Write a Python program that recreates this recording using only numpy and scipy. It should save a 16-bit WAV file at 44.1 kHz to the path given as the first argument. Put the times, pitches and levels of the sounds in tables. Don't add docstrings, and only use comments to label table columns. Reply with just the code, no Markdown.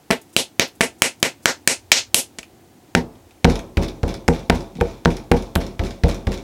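import sys
import numpy as np
from scipy import signal
from scipy.fft import rfft, irfft
from scipy.io import wavfile

SR = 44100
rng = np.random.default_rng(int(sys.argv[2]) if len(sys.argv) > 2 else 0)


def put_to_file(sound):
    columns = np.atleast_2d(sound).T
    safe = np.clip(columns, -1, 1)
    whole_steps = np.round(safe * 32767)
    wavfile.write(sys.argv[1], SR, whole_steps.astype(np.int16))


def gain_from_decibels(decibels):
    exponent = np.asarray(decibels, float) / 20
    return 10 ** exponent


N = 283563

# (frequency [Hz], level [dB per Hz])
BACKGROUND_SPECTRUM = [(15, -42), (25, -25), (102, 1), (180, -8), (223, -8), (335, -8), (439, -17.5),
                       (591, -21), (658, -22.5), (734, -17.5), (1130, -28.5), (5720, -35), (6550, -34),
                       (12500, -39), (16000, -37.5)]
# (time [s], peak level [dB], air pocket frequency [Hz], hiss level [dB], hiss frequency [Hz])
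PALM_SLAPS = [(0.1051, -8.5, 1608, -9, 6800), (0.1097, -0.5, 1950, -21, 3100),
              (0.365, 10, 3363, -9.5, 7300), (0.596, 6, 2004, -4, 4336), (0.808, 0.5, 2070, -7, 6710),
              (0.8125, 5.4, 2168, -9.5, 7000), (1.0202, 13, 2322, -7, 6730), (1.2283, 9, 2150, -12.5, 6060),
              (1.4569, 12.5, 1683, -7, 5150), (1.6753, 12.5, 2400, -2, 6490), (1.9176, 21.5, 2300, 0, 5035),
              (2.1444, 12.5, 3300, 1, 8075)]
# (frequency [Hz], t60 [s])
ROOM_T60 = [(60, 0.12), (250, 0.14), (700, 0.14), (1800, 0.14), (5000, 0.15), (12000, 0.13)]
# (frequency [Hz], level [dB])
ROOM_LEVEL = [(60, -24), (230, -0.5), (420, -0.5), (760, 2.06), (1080, -5), (1800, -2.5), (4000, -2),
              (12000, -1)]
# (time [s], length [s], centre frequency [Hz], level [dB])
PEELS = [
    (0.213, 0.013, 8300, -47),
    (0.286, 0.025, 7500, -60.5),
    (0.327, .02, 7950, -49.5),
    (.67, 0.022, 9000, -51.5),
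    (.75, 0.017, 9000, -55.5),
    (0.98, 0.034, 8000, -56),
    (1.198, 0.009, 8600, -48.5),
    (1.424, 0.023, 7000, -52),
]
# (time [s], peak level [dB], air pocket frequency [Hz], hiss level [dB], hiss frequency [Hz])
FIST_SMACKS = [(2.386, -28, 1780, 6, 6000), (2.3906, -26.5, 2440, -9.5, 5000), (2.9505, 3, 1840, -12, 4280),
               (3.4448, -8, 2400, -2.5, 4000), (3.7709, -16, 2380, -12, 4000),
               (4.0314, -25, 1660, -6, 4300), (4.2803, -10.5, 2094, -6.5, 6000),
               (4.4982, -6, 2250, -8.5, 3600), (4.8035, -34, 2210, -3, 3600), (4.81, -21, 2430, -24, 3600),
               (5.05, -20.5, 2400, 3.5, 4200), (5.3155, -8, 2220, -35.5, 3500),
               (5.5542, -14.5, 3000, -4, 10500), (5.7937, -21.5, 1900, -4.5, 3600),
               (6.0361, -20, 2056, 0, 3600), (6.2698, -22.5, 2000, -7, 3800)]
# (time [s], peak level [dB], ring frequency [Hz])
STRAY_TOUCHES = [
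    (2.4299, -25.5, 2480),
    (2.8792, -49, 2226),
    (3.1538, -44, 2960),
    (3.3084, -37.5, 2490),
    (3.5917, -22, 5920),
    (4.7533, -32.5, 3560),
    (4.7586, -46, 5400),
    (4.769, -32, 3480),
    (4.7826, -42, 3540),
    (5.8362, -25.5, 2270),
]
# (delay [s], peak level [dB], ring frequency [Hz])
TOOL_LANDINGS = [
    (0.021, -36, 2420),
    (.047, -30, 1500),
    (.052, -21, 2130),
    (.06, -22, 1740),
    (.075, -27, 3600),
    (0.1104, -23.5, 4820),
]
# (frequency [Hz], level [dB], t60 [s])
LOOSE_MODES = [(1500, -1, .005), (2380, 0, .006), (3610, -1, .006), (4270, -3, .004), (5250, -3, .004),
               (5910, -4, .004), (6980, -7, .003), (9900, -14, .004)]
# (time [s], peak level [dB], table top share [dB], frame share [dB], tool hop level [dB])
BLOWS = [(2.951, -8, 12, -4, -27), (3.446, 4, 3.5, -13, 6), (3.771, 0.7, -28, -52, 0),
         (4.031, -1, -30, -29, -1.5), (4.283, -3, 4.5, -7, -6), (4.496, -1, 3.5, -7.5, -3),
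         (4.754, -39.5, 20, -5, -50), (4.783, -49.5, 39, 15.5, -46), (4.808, -6.5, -2, -6, -34),
         (5.055, -1, 4.3, -12, -2.2), (5.313, -1, 3, -6.5, -3.5), (5.5578, -1.6, -10, -30, -2.7),
         (5.795, -1.9, -25, -40, -3.5), (6.036, 2.2, -4, -24.5, 4), (6.269, -2, -25, -25.5, -1.5)]
# (frequency [Hz], level [dB], t60 [s])
LEG_MODES = [(43.3, -10, 0.41), (57.8, -9, 0.077), (75.6, -8, 0.22), (86, -16.5, 0.075)]
TOP_MODES = [(139.2, -11, 0.019), (146.8, -6.5, 0.075), (165.9, -3, 0.19), (242.5, -5, 0.12),
             (270.3, -9, 0.11)]
FRAME_MODES = [(350, 8, 0.118), (386.6, 5.5, 0.088), (478, 16, 0.075), (561, 1.5, 0.069),
               (626, -8.5, 0.072), (679, 2, 0.076), (761, 24.5, 0.027), (837, 3, 0.19), (884, 1, 0.047),
               (933, 11, 0.11)]
# (time [s], peak level [dB])
BOARD_KNOCKS = [(3.4525, 5), (3.778, -14.5), (4.0379, -18), (4.2862, -3), (4.503, 5), (4.8116, -6.5),
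                (5.0574, 4), (5.3209, 0), (5.5598, -5.5), (5.800, -22), (6.0395, -16), (6.275, -19.5)]


def unit_rms(x):
    return x / np.sqrt(np.mean(x ** 2) + 1e-20)


def at_hz(points, hz):
    table_hz, values = np.array(points).T
    return np.interp(np.log(hz), np.log(table_hz), values)


def band(x, low_hz, high_hz, order=2):
    edges = [low_hz, min(high_hz, 0.47 * SR)]
    return signal.sosfilt(signal.butter(order, edges, "band", fs=SR, output="sos"), x)


def low_pass(x, edge_hz, order):
    return signal.sosfilt(signal.butter(order, edge_hz, fs=SR, output="sos"), x)


def ring(force, hz, t60):
    radius = gain_from_decibels(-60 / (t60 * SR))
    angle = 2 * np.pi * hz / SR
    return signal.lfilter([0, np.sin(angle)], [1, -2 * radius * np.cos(angle), radius ** 2], force + 1e-18)


def add(out, s, piece):
    i = round(s * SR)
    out[i:i + len(piece)] += piece[:N - i]


def background():
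    hz = np.maximum(np.fft.rfftfreq(N, 1 / SR), 1)
    spectrum = rfft(rng.standard_normal(N)) * gain_from_decibels(at_hz(BACKGROUND_SPECTRUM, hz))
    noise = gain_from_decibels(-46) * unit_rms(irfft(spectrum, N))
    waver_db = np.interp(np.arange(N), np.linspace(0, N, 60), rng.normal(0, 1.5, 60))
    swell = np.interp(np.arange(N), np.linspace(0, N, 30), rng.standard_normal(30))
    rumble_db = -57 + 5.5 * swell
    low = low_pass(noise, 1000, order=1)
    lowest = low_pass(noise, 200, order=1)
    hiss = noise - low
    hum = gain_from_decibels(waver_db) * (low - lowest)
    return hiss + hum + gain_from_decibels(rumble_db) * unit_rms(low_pass(lowest, 170, order=2))


def cracks(rows, drive_db, contact_s, width, ragged):
    close, pop = np.zeros(N), np.zeros(N)
    t = np.arange(900) / SR
    squirt = np.minimum(t / 0.00044, 1) * np.exp(-(t / contact_s) ** 2)
    click = 1. * (t == 0)
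    noises = rng.standard_normal((len(rows), 2, 900))
    for (s, peak_db, pocket_hz, hiss_db, hiss_hz, thud_db), noise in zip(rows, noises):
        thud = -gain_from_decibels(thud_db) * unit_rms(band(squirt, 360, 2900, order=1))
        burst = ragged * noise * squirt / np.linalg.norm(squirt) + (1 - ragged) * click
        for out, (low, high) in ((close, burst), (pop, (click, click))):
            pocket = unit_rms(band(low, pocket_hz / width, pocket_hz * width, order=1))
            hiss = unit_rms(band(high, hiss_hz / 2.26, hiss_hz * 1.442, order=3))
            add(out, s, gain_from_decibels(peak_db + drive_db) * (pocket + gain_from_decibels(hiss_db) * hiss + thud))
    return close, pop


def palm_slaps():
    thud_follows = 0.15
    rows = [row + (-(1 - thud_follows) * row[1],) for row in PALM_SLAPS]
    return cracks(rows, drive_db=-17, contact_s=0.0024, width=1.275, ragged=0.9)


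def workshop(x):
    t = np.arange(SR // 2) / SR
    edges = 40 * 2 ** np.arange(0, 9, 0.5)
    white = rng.standard_normal((2, len(t)))
    rise = np.clip((t - 0.003) / 0.0029, 0, 1)
    echo = np.zeros(len(t))
    for k, (low, high) in enumerate(zip(edges, edges[1:])):
        hz = np.sqrt(low * high)
        decay = rise * gain_from_decibels(-60 * t / at_hz(ROOM_T60, hz))
        decay_norm = np.sqrt(np.sum(decay ** 2))
        echo += gain_from_decibels(at_hz(ROOM_LEVEL, hz)) * band(white[k % 2], low, high) * decay / decay_norm
    return signal.fftconvolve(x, echo)[:N]


def peels():
    out = np.zeros(N)
    for (s, length, hz, db), noise in zip(PEELS, rng.standard_normal((len(PEELS), 3000))):
        progress = np.minimum(np.arange(3000) / (length * SR), 1)
        shape = np.sqrt(np.sin(np.pi * progress).clip(0))
        add(out, s, gain_from_decibels(db) * shape * unit_rms(band(noise, hz / 1.35, hz * 1.5, order=1)))
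    return out


def fist_smacks():
    rows = [row + (-1.4,) for row in FIST_SMACKS]
    return cracks(rows, drive_db=-12.5, contact_s=0.0041, width=1.14, ragged=0.69)


def tool_landings():
    scatter_s, scatter_db = 0.0015, 2.5
    chance = rng.standard_normal((len(BLOWS), len(TOOL_LANDINGS), 2))
    landings = []
    for (blow_s, _, _, _, hop_db), draws in zip(BLOWS, chance):
        for (delay, db, hz), (late, hard) in zip(TOOL_LANDINGS, draws):
            landings.append((blow_s + delay + scatter_s * late, db + hop_db + scatter_db * hard, hz))
    return landings


def rattle():
    buzz_peak_s, contacts_per_s = 0.064, 5000
    ticks, shake = np.zeros(N), np.zeros(N)
    t = np.arange(12000) / SR
    touches = STRAY_TOUCHES + tool_landings()
    for (s, peak_db, ring_hz), noise in zip(touches, rng.standard_normal((len(touches), 500))):
        snap = noise * np.exp(-t[:500] / 0.0009)
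        tick = band(snap, ring_hz, ring_hz * 1.15, order=1)
        tick += gain_from_decibels(-24) * band(snap, 4500, 10500, order=1)
        add(ticks, s, gain_from_decibels(peak_db - 5) * tick / np.abs(tick).max())
        add(shake, s, gain_from_decibels(peak_db + 31) * np.exp(-t / 0.0066))
    swell = (t / buzz_peak_s * np.exp(1 - t / buzz_peak_s)) ** 1.7
    for row in BLOWS[1:]:
        add(shake, row[0], gain_from_decibels(0.5 * row[1]) * swell)
    sizes = gain_from_decibels(3 * np.minimum(rng.exponential(1, N), 4)) * rng.choice([-1, 1], N)
    contacts = shake * sizes * (rng.random(N) < contacts_per_s / SR)
    struck = rng.integers(0, len(LOOSE_MODES), N)
    buzz = gain_from_decibels(0.5) * band(contacts, 630, 5400, order=1)
    for k, (hz, db, t60) in enumerate(LOOSE_MODES):
        buzz += gain_from_decibels(db) * ring(contacts * (struck == k), hz, t60)
    return ticks + gain_from_decibels(-46) * buzz


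def table():
    push_s, board_lag_s, legs_db = 0.0008, 0.0029, -2
    out = np.zeros(N)
    t = np.arange(SR // 2) / SR
    push = np.exp(-t / push_s)
    parts = ((LEG_MODES, 3, 1), (TOP_MODES, 1.5, -1), (FRAME_MODES, -1.5, -1))
    chances = rng.standard_normal((len(BLOWS), 2, 3, 10))
    noises = rng.standard_normal((len(BLOWS), 3, len(t)))
    for (s, peak_db, top_db, frame_db, _), (uneven, detune), noise in zip(BLOWS, chances, noises):
        force = push / push.sum() + gain_from_decibels(-35) * noise[0] * np.exp(-t / 0.008)
        blur_gain = gain_from_decibels(legs_db - 25.5) + gain_from_decibels(frame_db - 23)
        body = blur_gain * unit_rms(band(noise[1], 260, 1300)) * np.exp(-t / 0.086)
        body += gain_from_decibels(legs_db - 13) * unit_rms(band(noise[2], 40, 390)) * np.exp(-t / 0.079)
        body *= np.minimum(t / 0.005, 1)
        for part, (modes, part_db, sign) in enumerate(parts):
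            lag = round(board_lag_s * SR) if part == 2 else 0
            share_db = (legs_db, top_db, frame_db)[part]
            for k, (hz, level_db, t60) in enumerate(modes):
                gain = sign ** k * gain_from_decibels(share_db + level_db + part_db + uneven[part, k])
                tone = ring(force, hz * (1 + 0.011 * detune[part, k]), t60)
                body[lag:] += gain * tone[:len(t) - lag]
        add(out, s, gain_from_decibels(peak_db - 4) * body)
    return low_pass(out, 1050, order=4)


def board_knocks():
    rows = [row + (1530, -44, 3800, 3.5) for row in BOARD_KNOCKS]
    return cracks(rows, drive_db=-21.5, contact_s=0.0006, width=1.1, ragged=0.083)


def scene():
    slaps, slap_pops = palm_slaps()
    smacks, smack_pops = fist_smacks()
    knocks, knock_pops = board_knocks()
    thuds = table()
    small = rattle() + peels()
    to_walls = slap_pops + gain_from_decibels(-8) * smack_pops + gain_from_decibels(-11) * knock_pops + gain_from_decibels(-8) * thuds + gain_from_decibels(-5) * small
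    air = slaps + smacks + knocks + thuds + small + workshop(to_walls)
    air = signal.sosfilt(signal.butter(3, 48, "high", fs=SR, output="sos"), air)
    return (air + background())[None]


def top_cut(x):
    return signal.sosfilt(signal.butter(12, 16140, fs=SR, output="sos"), x)


def record(dry):
    limit_db, ceiling_db, attack_s, release_db_per_s = -16, 2, 0.0022, 519
    heard = signal.lfilter(*signal.butter(1, 600, "high", fs=SR), dry[0])
    power = signal.lfilter([0.008], [1, -0.992], heard ** 2)
    level_db = np.minimum(10 * np.log10(power + 1e-12), ceiling_db)
    ramp = release_db_per_s * np.arange(N) / SR
    held_db = np.maximum.accumulate(level_db + ramp) - ramp
    over_db = np.maximum(held_db - limit_db, 0)
    r = np.exp(-1 / (attack_s * SR))
    duck_db = signal.lfilter([1 - r], [1, -r], over_db)
    mix = np.clip(dry * gain_from_decibels(-duck_db), -1, 1)
    return top_cut(mix)


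dry = scene()
out = record(dry)
put_to_file(out)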